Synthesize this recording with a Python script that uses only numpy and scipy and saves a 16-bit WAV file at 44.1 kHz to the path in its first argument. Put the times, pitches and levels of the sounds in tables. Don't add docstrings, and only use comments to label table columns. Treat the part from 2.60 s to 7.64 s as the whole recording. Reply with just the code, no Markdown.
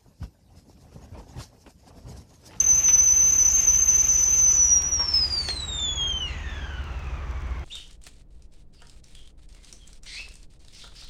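import sys
import numpy as np
from scipy import signal
from scipy.fft import rfft, irfft
from scipy.io import wavfile
from scipy.ndimage import uniform_filter1d

SR = 44100
rng = np.random.default_rng(int(sys.argv[2]) if len(sys.argv) > 2 else 0)


def dump(signal):
    limited = np.clip(np.atleast_2d(signal).T, -1, 1)
    pcm = np.round(limited * 32767).astype(np.int16)
    wavfile.write(sys.argv[1], SR, pcm)


N = 222384
T = np.arange(N) / SR
LIFT_S, UNLOCK_S = 2.3, 3.7
BAND_LIMIT_HZ = 15850


# time in seconds, pitch in Hz.
NOTE_PITCH = [(0, 6043), (1.6, 6042), (1.86, 6112), (2.2, 5712), (2.292, 5872), (2.446, 5464),
              (2.602, 5087), (2.746, 4736), (2.88, 4353), (3.024, 3908), (3.168, 3620), (3.446, 3219),
              (3.6, 3062), (3.668, 2852), (3.71, 2680)]
# time in seconds, level in dB.
NOTE_LEVEL = [(0, -16.5), (1.8, -16.5), (2.15, -16), (2.166, -16.5), (2.21, -28), (2.254, -23), (2.31, -32),
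              (2.32, -22), (2.526, -28.5), (2.546, -17.5), (2.682, -27), (2.73, -25), (3.076, -36.5),
              (3.29, -25), (3.36, -37.5), (3.404, -25.5), (3.662, -31.5), (3.72, -44)]
# time in seconds, level in dB.
OCTAVE_LEVEL = [(0, -48), (0.749, -46), (1.751, -47.5), (2.331, -60), (2.601, -63), (2.74, -51.5),
                (3.279, -35.5), (3.62, -44), (3.72, -63)]
# frequency in Hz, dB against the note.
OVERTONE_COLOUR = [(8300, -33), (9400, -43), (10200, -66), (11300, -51.5), (12400, -39), (14000, -44),
                   (15700, -40)]
# time in seconds, dB against the note.
HALF_TONE_LEVEL = [(2.3, -68), (2.62, -34), (2.72, -27), (2.91, -15), (2.949, -41), (3.7, -47)]

def whistle():
    hz, note_db = follow(NOTE_PITCH), follow(NOTE_LEVEL)
    tremble = (.0014 + .0025 * until(1.3, fade=1.2)) * wander(rate_hz=28)
    lift_hz, rasp = spurts()
    hz += lift_hz
    note_db -= 3 * rasp / gain_of(-39.5)
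    note = gain_of(note_db)
    surge = (.005 - .003 * until(LIFT_S, fade=.089)) * wander(rate_hz=16)
    phase = phase_of(hz * (1 + tremble + surge))
    tone = fluttering(phase, note) + fluttering(2 * phase, gain_of(follow(OCTAVE_LEVEL)))
    for k, trim_db in (3, 0), (4, -10):
        partial_db = note_db + np.interp(k * hz, *np.transpose(OVERTONE_COLOUR)) + trim_db
        tone += fluttering(k * phase, gain_of(partial_db)) * (k * hz < SR / 2)
    halves = gain_of(-5.5) * breathy(hz / 2, width_hz=120) + breathy(1.5 * hz, width_hz=180)
    halves *= gain_of(follow(HALF_TONE_LEVEL))
    skirt = gain_of(-27) * breathy(hz, width_hz=150)
    breath = gain_of(-20.5) * breathy(hz, width_hz=225) * (1 - until(LIFT_S, fade=.1))
    return (tone + note * (halves + skirt + breath)) * until(UNLOCK_S, fade=.025)


def fluttering(phase, level):
    direct = np.exp(1j * phase)
    scattered = echoes(direct, t60=.17)
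    scattered /= np.sqrt(abs(uniform_filter1d(abs(scattered) ** 2, size=6000)) + 1e-9)
    echo_gain = np.minimum(gain_of(-3.5) * uniform_filter1d(level, size=26000), gain_of(-1) * level)
    direct_gain = np.sqrt(np.maximum(level ** 2 - echo_gain ** 2, 0))
    mix = direct_gain * direct + echo_gain * scattered
    relative_power = uniform_filter1d(abs(mix / level) ** 2, size=4000)
    return np.sqrt(2) * mix.real / np.sqrt(relative_power + 1e-9)


# start in seconds, length in seconds, pitch lift in Hz, relative rasp in dB.
BOIL_SPURTS = [(0.0, .095, 155, -48.5), (.135, .145, 135, -41.5), (0.418, 0.052, 113.5, -42.5),
               (.525, .075, 110, -44.5), (0.636, .16, 115, -44), (0.803, .07, -0.5, -45.5),
               (0.884, .04, 71, -37.5), (.92, .15, 195, -39.5), (1.108, .065, 34, -38.5),
               (1.172, .11, 180, -42.5), (1.292, .11, 105, -42), (1.398, 0.11, 150, -41),
               (1.506, .2, 42, -38.5), (1.702, .06, 93, -42), (1.755, 0.069, 22.5, -41),
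               (1.909, 0.07, 15, -37), (2.008, .04, 18, -43.5), (2.059, 0.036, 4.5, -40)]

def spurts():
    pitch_edge_s, rasp_edge_s = .04, .035
    lift_hz, rasp = np.zeros(N), np.zeros(N)
    for start, length, hz, db in BOIL_SPURTS:
        inside_s = np.minimum(T - start, start + length - T)
        lift_hz += hz * np.clip(.5 + inside_s / pitch_edge_s, 0, 1)
        rasp += gain_of(db) * np.clip(.5 + inside_s / rasp_edge_s, 0, 1)
    return lift_hz, rasp


def sputter():
    _, spurt_gain = spurts()
    level = gain_of(-56) + spurt_gain
    rasp = noise([(3500, -48.5), (5000, -10.5), (5750, 3.5), (6300, 10),
                  (7200, -3), (7600, -17.5), (8200, -59.5), (11000, -51)])
    flicker_db = 2.2 * wander(rate_hz=30)
    return level * gain_of(4.5 + flicker_db) * rasp * until(2.15, fade=.041)


# time in seconds, lower resonance in dB, upper resonance in dB.
HOOT_LEVELS = [(3.7, -45.5, -50.5), (3.82, -47.5, -65), (3.9, -46, -49.5), (4.12, -45.5, -49.5),
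               (4.33, -54, -52), (4.78, -53, -57), (5.04, -59.5, -52.5)]

def hoot():
    drain_s, rest_hz, unlock_hz = .66, 890, 2095
    age = np.maximum(T - UNLOCK_S, 0)
    pressure = np.exp(-age / drain_s)
    hz = rest_hz + (unlock_hz - rest_hz) * pressure
    lower = breathy(hz, width_hz=60) + gain_of(-7) * breathy(hz, width_hz=220)
    lower *= gain_of(follow(HOOT_LEVELS))
    upper = breathy(2 * hz, width_hz=85) + gain_of(-16) * breathy(3 * hz, width_hz=160)
    upper *= gain_of(follow(HOOT_LEVELS, column=2))
    dying_note = gain_of(-44.5 - 33 * abs(T - 3.73)) * breathy(2650, width_hz=380)
    cap_ring = gain_of(-70) * breathy(5950, width_hz=35)
    squeal = breathy(5600 + 1200 * pressure, width_hz=210)
    squeal *= gain_of(-58.5 - 11 * age) * until(4.12, fade=.11)
    return (lower + upper + dying_note + cap_ring + squeal) * (1 - until(3.64, fade=.057))


# time in seconds, level in dB.
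RUSH_LEVEL = [(0, -46), (1, -45), (1.7, -45.5), (2.2, -50.5), (2.6, -49.5), (3.1, -54), (3.7, -59),
              (4.2, -59.5), (5.04, -73)]
# frequency in Hz, relative level in dB.
RUSH_SPECTRUM = [(500, -9), (1200, -10), (2000, 6.5), (2750, 10.5), (3800, 0), (5000, -6.5), (7000, -24.5),
                 (8500, -69.5), (10500, -45.5), (15500, -18.5)]
# time in seconds, level in dB.
HISS_LEVEL = [(0, -80), (2.3, -57), (2.45, -49.5), (2.9, -48), (3.5, -72), (3.7, -58.5), (4.1, -63),
              (5.04, -64)]
# frequency in Hz, relative level in dB.
HISS_SPECTRUM = [(2500, -11.5), (4500, 5.5), (6500, 5), (8000, -5.5), (9500, -13.5), (11000, -40.5),
                 (15500, -17)]

def steam():
    flicker_db = 1.4 * wander(rate_hz=11)
    rush = gain_of(follow(RUSH_LEVEL) + flicker_db) * noise(RUSH_SPECTRUM)
    hiss = gain_of(follow(HISS_LEVEL) + flicker_db) * noise(HISS_SPECTRUM)
    return rush + hiss


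def simmer():
    pops_per_s, decay_s = 70, .0011
    pops = (rng.random(N) < pops_per_s / SR) * gain_of(5.6 * np.minimum(rng.exponential(1, N), 3))
    bursts = signal.fftconvolve(pops, np.exp(-T[:1000] / decay_s))[:N]
    fizz = noise([(1500, -12.5), (4000, 6), (7500, 3), (9500, -14.5), (15500, -9.5)])
    return gain_of(-68.5) * unit_rms(bursts * fizz)


# start in seconds, level in dB,
# centre in Hz, octaves to either side, seconds to fall by 60 dB.
SNAPS_AND_KNOCKS = [(0.283, -26, 2400, 0.37, 0.016), (0.286, -31.5, 1090, 0.99, 0.032),
                    (0.289, -35.5, 2480, 0.32, 0.11), (2.219, -33.5, 4100, 1, 0.022),
                    (2.389, -37, 1026, 0.094, 0.34), (2.394, -35.5, 880, 1.03, 0.21),
                    (2.41, -47, 1620, 0.84, 0.11), (2.8865, -19.5, 2700, 0.7, 0.012),
                    (2.887, -30, 268, 1.16, 0.031), (2.901, -42, 2140, .04, 0.083)]

def snaps_and_knocks():
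    blows, t = np.zeros(N), T[:SR // 3]
    for start, db, centre_hz, octaves, t60 in SNAPS_AND_KNOCKS:
        edges_hz = np.minimum([centre_hz / 2 ** octaves, centre_hz * 2 ** octaves], BAND_LIMIT_HZ)
        resonance = signal.butter(2, edges_hz, "bandpass", fs=SR, output="sos")
        decay = gain_of(-60 * t / t60)
        ring = unit_rms(signal.sosfilt(resonance, rng.standard_normal(len(t)) * decay))
        blows[round(start * SR):][:len(t)] += gain_of(db) * ring * np.sqrt(np.mean(decay ** 2))
    return blows + gain_of(-6) * echoes(blows, t60=.15)


# time in seconds, firing rate in Hz, gain in dB.
IDLE_CURVE = [(0, 35.34, -3), (1.3, 35.36, -1.5), (2, 36.07, -0.5), (3.2, 36.66, 0), (4, 36.11, 3),
              (5.04, 36.65, 2.5)]
# multiple of the firing rate, level in dB before that gain.
IDLE_ORDERS = [(1, -45), (1.5, -42.5), (2, -40.5), (2.5, -49.5), (3.5, -54), (4, -59.5)]
# time in seconds, level in dB.
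HUM_LEVEL = [(0, -49.5), (1.5, -50.5), (2.5, -45), (3.3, -43.5), (4.2, -39), (5.04, -33)]

def engine():
    firing_hz, idle_db, hum_hz = follow(IDLE_CURVE), follow(IDLE_CURVE, column=2), 59.9
    phase = phase_of(firing_hz * (1 + .0051 * wander(rate_hz=3.3)))
    idle = np.zeros(N)
    for order, db in IDLE_ORDERS:
        idle += gain_of(db + wander(rate_hz=.92)) * np.sin(order * phase + 2 * np.pi * rng.random())
    hum = np.sin(phase_of(hum_hz * (1 + .0092 * wander(rate_hz=2.35))))
    return np.sqrt(2) * (gain_of(idle_db) * idle + gain_of(follow(HUM_LEVEL)) * hum)


# frequency in Hz, relative level in dB.
AIR_SPECTRUM = [(15, -27), (30, -2.5), (60, 9), (105, -2), (155, 0), (260, -7.5), (350, -6), (480, -11),
                (1100, -9), (2200, -15.5), (3500, -24), (5000, -37.5), (7800, -48), (10000, -45.5),
                (15500, -54.5)]

def campsite_air():
    return gain_of(-41.5 + .5 * wander(rate_hz=6.6)) * noise(AIR_SPECTRUM)


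def echoes(x, t60):
    t = T[:SR // 2]
    taps = rng.standard_normal(len(t)) * (rng.random(len(t)) < .03)
    taps *= (t > .002) * gain_of(-60 * t / t60)
    return signal.fftconvolve(x, taps / np.linalg.norm(taps))[:N]


def gain_of(db):
    return 10 ** (np.asarray(db) / 20)


def unit_rms(x):
    return x / np.sqrt(np.mean(abs(x) ** 2) + 1e-20)


def phase_of(hz):
    return 2 * np.pi * np.cumsum(hz * np.ones(N)) / SR


def follow(rows, column=1):
    columns = np.transpose(rows)
    return np.interp(T, columns[0], columns[column])


def until(s, fade):
    return np.clip(1 - (T - s) / fade, 0, 1)


def noise(spectrum):
    hz, db = np.transpose(spectrum)
    shape_db = np.interp(np.log(np.fft.rfftfreq(N, 1 / SR) + 1), np.log(hz), db)
    return unit_rms(irfft(rfft(rng.standard_normal(N)) * gain_of(shape_db), N))


def wander(rate_hz):
    hz = np.fft.rfftfreq(N, 1 / SR)
    return unit_rms(irfft(rfft(rng.standard_normal(N)) / (1 + (hz / rate_hz) ** 2), N))


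def breathy(hz, width_hz):
    turbulence = wander(width_hz) + 1j * wander(width_hz)
    return unit_rms((turbulence * np.exp(1j * phase_of(hz))).real)


def scene():
    air = campsite_air()
    kettle = whistle() + sputter() + hoot() + steam() + simmer()
    return (kettle + snaps_and_knocks() + engine() + air)[None]


def record(dry):
    hz = np.fft.rfftfreq(2 * N, 1 / SR)
    dip_db = -9 * np.exp(-((hz - 10700) / 800) ** 2)
    fade_in = np.minimum(T / .004, 1)
    coloured = irfft(rfft(dry * fade_in, 2 * N) * gain_of(dip_db), 2 * N)[:, :N]
    low_pass = signal.firwin(511, BAND_LIMIT_HZ, window=("kaiser", 9), fs=SR)
    return signal.oaconvolve(coloured, low_pass[None], "same")


dry = scene()
out = record(dry)
dump(out)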